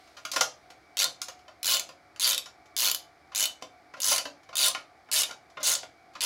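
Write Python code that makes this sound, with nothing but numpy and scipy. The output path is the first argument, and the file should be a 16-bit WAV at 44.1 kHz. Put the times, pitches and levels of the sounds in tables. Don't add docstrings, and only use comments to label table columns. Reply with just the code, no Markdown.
import sys
import numpy as np
from scipy import signal
from scipy.fft import rfft, irfft, next_fast_len
from scipy.io import wavfile

SR = 44100
rng = np.random.default_rng(int(sys.argv[2]) if len(sys.argv) > 2 else 0)


def dump_mix(stems):
    frames = np.atleast_2d(stems).T
    limited = np.clip(frames, -1, 1)
    pcm = np.round(limited * 32767).astype(np.int16)
    wavfile.write(sys.argv[1], SR, pcm)


N = 275625

# (f/Hz, level/dB, t60/s)
HANDLE_MODES = [(3018, 2.5, 0.065), (3636, -2, 0.073), (4370, -7.5, 0.053), (4580, -2.5, 0.1),
                (4800, -5, 0.069), (5183, -10, .1), (5920, -7, .11), (6160, -5, .1), (6300, -9.5, .08),
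                (7160, -7, .07), (10630, -1, 0.029), (14600, -3.5, .04)]
# (f/Hz, level/dB, t60/s)
TRAY_MODES = [(288.3, -13.5, 0.36), (512.5, -12, 0.13), (550.6, -7.5, 0.13), (639, -2.5, 0.2),
              (767, -9, 0.13), (1021.5, 0, 0.12), (1064.6, -3.5, 0.13), (1258, -8.5, 0.31),
              (1373, -6, 0.045), (1414, 2.5, 0.14), (1810, -15.5, 0.095), (2094, -5, 0.077)]
# (f/Hz, level/dB)
KNOCK_SPECTRUM = [(40, -44.5), (140, -12.5), (200, -16.5), (280, -10), (390, -16), (560, 1), (870, -6),
                  (1050, -1), (1900, -5), (3200, -3.5), (5000, -0.5), (7000, -4.5), (8500, -2), (15000, -9)]


def ratchet():
    # (first click t/s, last click t/s, teeth,
    # entry and exit speed/share of top speed, fastest point/share of arc, level/dB, growth over arc/dB,
    # treble/dB, top-octave sparkle/dB, tray/dB, head ring f/Hz, its lift/dB, pawl ring f/Hz, rebound 0-1)
    swings = [(0.9699, 1.0417, 8, 0.91, 0.81, 0.57, -24, 2, -3.5, -1.5, 1.5, 4430, 4, 12170, 0.51),
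              (1.6302, 1.7959, 16, 0.55, 0.3, 0.61, -24, -1.5, -2.5, 1, -1.5, 3970, 1.5, 15200, 0.5),
              (2.1971, 2.3787, 18, 0.71, 0.24, 0.46, -26, 0.5, -1.5, -0.5, -2, 3810, 5, 11300, 0.38),
              (2.7656, 2.947, 17, 0.71, 0.25, 0.34, -24.5, 0, -1, 3, -3, 4150, 2, 11300, 0.37),
              (3.3488, 3.4555, 11, 0.96, 0.57, 0.5, -25.5, 2, -0.5, 0, -3, 6750, 6, 11770, 0.34),
              (4.0028, 4.1807, 17, 0.56, .457, 0.59, -27.5, 0.5, 0.5, 0.5, 4, 6200, 5.5, 10230, 0.64),
              (4.555, 4.6821, 16, .507, .637, .836, -26, 0.5, -0.5, 0, 1, 4450, 4.5, 9270, 0.58),
              (5.115, 5.234, 15, 0.68, 0.43, 0.39, -25.5, -0.5, 0, -3, 0.5, 4870, 1, 9600, 0.53),
              (5.6304, 5.752, 16, 0.73, .408, 0.33, -27.5, 1, -0.1, -.5, 1.5, 6550, 6, 9560, 0.73),
              (6.207, 6.2457, 5, 0.8, 0.97, 1, -26, -2.5, -3, -3, 4.5, 4670, 4, 10300, 0.54)]
    brisk_gap_s = 0.014
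    soft_start_db, soft_start_teeth, shake_growth_db = -4, 1.7, 6.5
    out = np.zeros(N)
    for (start, end, teeth, entry, leave, fastest, level_db, growth_db,
         treble_db, sparkle_db, tray_db, head_hz, lift_db, pawl_hz, rebound) in swings:
        times = tooth_times(start, end, entry, leave, fastest, count=round(teeth))
        speeds = np.clip(brisk_gap_s / np.abs(np.gradient(times)), .2, 1.5)
        clicks, shake = np.zeros((2, 3 * SR // 4))
        for k, (s, speed) in enumerate(zip(times - start, speeds)):
            arc = k / (len(times) - 1) - .5
            db = level_db + growth_db * arc + soft_start_db * np.exp(-k / soft_start_teeth)
            db += 1.03 * rng.standard_normal()
            bright_db = treble_db + 1.64 * rng.standard_normal()
            click = pawl_click(db, bright_db, sparkle_db, rebound * speed, head_hz, lift_db, pawl_hz)
            add(clicks, s, click)
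            push = amp(db + tray_db + shake_growth_db * arc + 29) * speed
            add(shake, s + 0.002, push * chatter(t60=0.035, spike=0))
        sheet = coloured(shake, lambda hz: along(KNOCK_SPECTRUM, hz)
                         + along([(1800, -9.5), (5000, -20.5)], hz))
        add(out, start, clicks + amp(-22) * ring(clicks, HANDLE_MODES, vary_db=3.5))
        add(out, start, amp(-16.5) * room(sheet, near_db=-7.5, near_t60=0.049, tail_db=10))
        add(out, start, amp(-31.5) * ring(shake, TRAY_MODES, vary_db=2.5))
    return out


def tooth_times(first, last, entry, leave, fastest, count):
    arc = np.linspace(0, 1, count - 1)
    fastest = np.clip(fastest, .05, .95)
    away = (arc - fastest) / np.where(arc < fastest, fastest, 1 - fastest)
    end_speed = np.where(arc < fastest, entry, leave)
    speed = np.sqrt(1 - (1 - end_speed ** 2) * away ** 2 + 1e-6)
    elapsed = np.append(0, np.cumsum(1 / speed))
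    return first + (last - first) * elapsed / elapsed[-1]


def pawl_click(db, treble_db, sparkle_db, rebound, head_hz, lift_db, pawl_hz):
    # (f/Hz, level/dB)
    steel = [(100, -38), (500, -24.5), (1800, -13.5), (3000, -4.5), (4400, -1.5), (5500, -4.5), (6700, -3),
             (7800, -6.5), (9300, -9.5), (10800, -6.5), (13300, -12.5), (15200, -12)]
    snap = amp(db + 29.5) * swell(chatter(t60=.009, spike=.3), rise=.0002)
    add(snap, rng.uniform(.0015, 0.0045), rebound * snap)
    drift = 1 + 0.034 * rng.standard_normal(2)
    rings = lambda hz: (lift_db * bump(hz, head_hz * drift[0], width=0.081)
                        + 6 * bump(hz, pawl_hz * drift[1], width=0.04))
    hardness = [(6800, 0.0011), (8700, treble_db - sparkle_db),
                (11000, treble_db), (15000, treble_db + sparkle_db)]
    click = coloured(snap, lambda hz: along(steel, hz) + rings(hz) + along(hardness, hz))
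    beam = lambda hz: along([(5000, 0), (10000, 1.5)], hz)
    direct, scattered = coloured(click, beam), coloured(click, lambda hz: -beam(hz))
    heard = room(scattered, near_db=-3.5, near_t60=0.078, tail_db=-6.6)
    add(heard, 0, direct - scattered)
    return heard


def socket():
    # (t/s, level/dB, contact hardness/dB, push into the tray/dB, chatter t60/s)
    knocks = [(0.166, -46, -2, -6, 0.088), (0.2508, -37.5, 2, -3.5, 0.02), (0.3149, -45, 11.5, -3, .032),
              (0.333, -41.5, 6, 0.5, .05), (0.3601, -30.5, 4.5, 2.5, 0.047), (0.4087, -25, 4.5, 3, 0.028),
              (0.7016, -52.5, 1.5, 5, 0.035), (1.2163, -47, 13.5, -3, 0.015), (1.283, -45, 4.5, 0, 0.028),
              (1.48, -49, -6.5, -0.5, 0.031), (1.89, -49.5, 1.5, 3.5, 0.02), (2.161, -53.5, 2, -4.5, .014),
              (2.458, -47.5, 1.5, -2.5, 0.03), (3.317, -48, -6, -3, 0.08), (3.623, -42.5, -1, 4.5, 0.017),
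              (3.937, -45.5, -6.5, -2, 0.033), (3.965, -50.5, -3.5, 4, .088),
              (4.113, -30.5, 5.5, -0.5, 0.047), (4.183, -40.5, 8, 1, .019),
              (4.253, -38.5, -0.5, 2.5, 0.039), (4.489, -51, -4, 2.5, 0.035), (4.528, -44, -7, 3, 0.041),
              (4.65, -41.5, 6, -4.5, 0.062), (4.7475, -32.5, -5, -1, 0.022), (5.087, -50.5, -12, 2.5, .025),
              (5.292, -46.5, -6, 4.5, 0.019), (5.309, -43, 0.5, 0.5, 0.025),
              (5.5697, -38.5, -12, -1.5, 0.046), (5.599, -42, -3.5, 2.5, 0.13),
              (5.831, -45.5, -2.5, 2.5, 0.019), (6.1506, -40, -7.5, -0.5, 0.057)]
    out = np.zeros(N)
    for s, db, hard_db, push_db, t60 in knocks + fidgets(count=12):
        contact = swell(chatter(t60, spike=0.11), rise=0.078 * t60)
        add(contact, rng.uniform(0.0092, .03), amp(-18) * contact)
        force = np.pad(amp(db + 39) * contact, (0, SR // 3))
        edge_db = -14 + 1.68 * hard_db
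        thump_db = push_db - 0.59 * max(db + 40, 0)
        hardness = [(300, thump_db), (650, push_db), (1300, 0), (2700, 0.47 * hard_db - .5),
                    (3700, 0.71 * hard_db - 4.5), (7000, 1.39 * hard_db - 5.5),
                    (8300, edge_db - 6), (11000, edge_db - 2), (15000, edge_db - 10)]
        force = coloured(force, lambda hz: along(hardness, hz))
        knock = coloured(force, lambda hz: along(KNOCK_SPECTRUM, hz))
        add(out, s, room(knock, near_db=-4, near_t60=0.13, tail_db=-5.5))
        tray_db = -19 + 0.13 * (db + 41.5)
        add(out, s, amp(tray_db) * ring(force, TRAY_MODES, vary_db=1.5))
        add(out, s, amp(-21.5) * ring(force, HANDLE_MODES, vary_db=0.5))
    return out


def fidgets(count, level_db=-64, hard_db=1.5, push_db=0, t60=0.036):
    shares = (np.arange(count) + rng.random(count)) / count
    return [(share * N / SR, level_db, hard_db, push_db, t60) for share in shares]


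def chatter(t60, spike):
    t = np.arange(SR // 10) / SR
    burst = norm(rng.standard_normal(len(t)) * fade(t, t60))
    burst[0] += spike
    return norm(burst)


def ring(force, modes, vary_db, blur=0.016):
    t = np.arange(SR // 3) / SR
    body = np.zeros(len(t))
    for hz, db, t60 in modes:
        phase = 2 * np.pi * (hz * t + rng.random())
        phase += blur * (hz / 1000) ** .5 * np.cumsum(rng.standard_normal(len(t)))
        body += amp(db + vary_db * rng.standard_normal()) * norm(np.sin(phase) * fade(t, t60))
    return signal.fftconvolve(force, body)[:len(force)]


def room(x, near_db, near_t60, tail_db):
    # (f/Hz, t60/s)
    decay = [(150, 0.54), (600, 0.38), (1400, 0.23), (5000, 0.25), (8000, 0.22), (11000, 0.19),
             (16000, .13)]
    hz, frame_s, spectra = signal.stft(rng.standard_normal(SR // 3), SR, nperseg=256)
    tail = signal.istft(spectra * 1000.0 ** (-frame_s / along(decay, hz)[:, None]), SR, nperseg=256)[1]
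    t = np.arange(len(tail)) / SR
    near = rng.standard_normal(len(t)) * fade(t, near_t60) * (t > .0012)
    paths = amp(near_db) * norm(near) + amp(tail_db) * swell(tail, rise=.006)
    paths[0] = 1
    return signal.fftconvolve(x, paths)


def fan():
    # (f/Hz, level/dB)
    air = [(20, -37.5), (33, -15), (50, -9), (70, 2), (140, -3), (215, -7), (310, 2.5), (500, -4.5),
           (720, 2.5), (920, -6.5), (1400, -1.5), (1800, -6), (2300, -2)]
    # (f/Hz, rms level/dB)
    hum = [(318, -80.5), (684, -67.5), (730, -65.5), (770, -69.5), (850, -72.5), (1163, -75), (2277, -73)]
    rush = amp(-61) * noise(lambda hz: amp(along(air, hz)) / (1 + (hz / 2450) ** 30))
    tones = sum(amp(db) * noise(lambda hz: 1 / (1 + ((hz - centre) / 5) ** 2)) for centre, db in hum)
    return rush + tones


def hiss(sleeve_db=8, settle_s=.5):
    # (f/Hz, level/dB)
    spectrum = [(2000, -12), (2800, -3.5), (4800, 0.5), (6200, -6.5), (7600, -11.5), (10000, -13.5),
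                (15500, -22)]
    level_db = sleeve_db * np.exp(-np.arange(N) / SR / settle_s) - 71
    return amp(level_db) * noise(lambda hz: amp(along(spectrum, hz)))


def amp(db):
    return 10 ** (np.asarray(db) / 20)


def norm(x):
    return x / (np.linalg.norm(x) + 1e-12)


def along(points, hz):
    f, value = np.transpose(points)
    return np.interp(np.log(hz + 1), np.log(f), value)


def bump(hz, centre_hz, width):
    return 1 / (1 + ((hz / centre_hz - 1) / width) ** 2)


def fade(t, t60):
    return np.exp(-np.log(1000) * t / t60)


def swell(x, rise):
    return norm(x * (1 - np.exp(-np.arange(len(x)) / SR / rise)))


def add(track, s, sound):
    part = track[max(round(s * SR), 0):][:len(sound)]
    part += sound[:len(part)]


def coloured(x, level_db, size=2048):
    cepstrum = irfft(np.log(amp(level_db(np.fft.rfftfreq(size, 1 / SR)))))
    cepstrum[1:size // 2] *= 2
    cepstrum[size // 2 + 1:] = 0
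    return signal.fftconvolve(x, irfft(np.exp(rfft(cepstrum))))[:len(x)]


def noise(gain):
    x = irfft(rfft(rng.standard_normal(N)) * gain(np.fft.rfftfreq(N, 1 / SR)), N)
    return x / np.sqrt(np.mean(x ** 2) + 1e-20)


def scene():
    return (ratchet() + socket() + fan() + hiss())[None]


def record(dry):
    top_hz = 15850
    size = next_fast_len(N + SR // 2)
    hz = np.fft.rfftfreq(size, 1 / SR)
    return irfft(rfft(dry, size) / (1 + (hz / top_hz) ** 200), size)[:, :N]


dry = scene()
out = record(dry)
dump_mix(out)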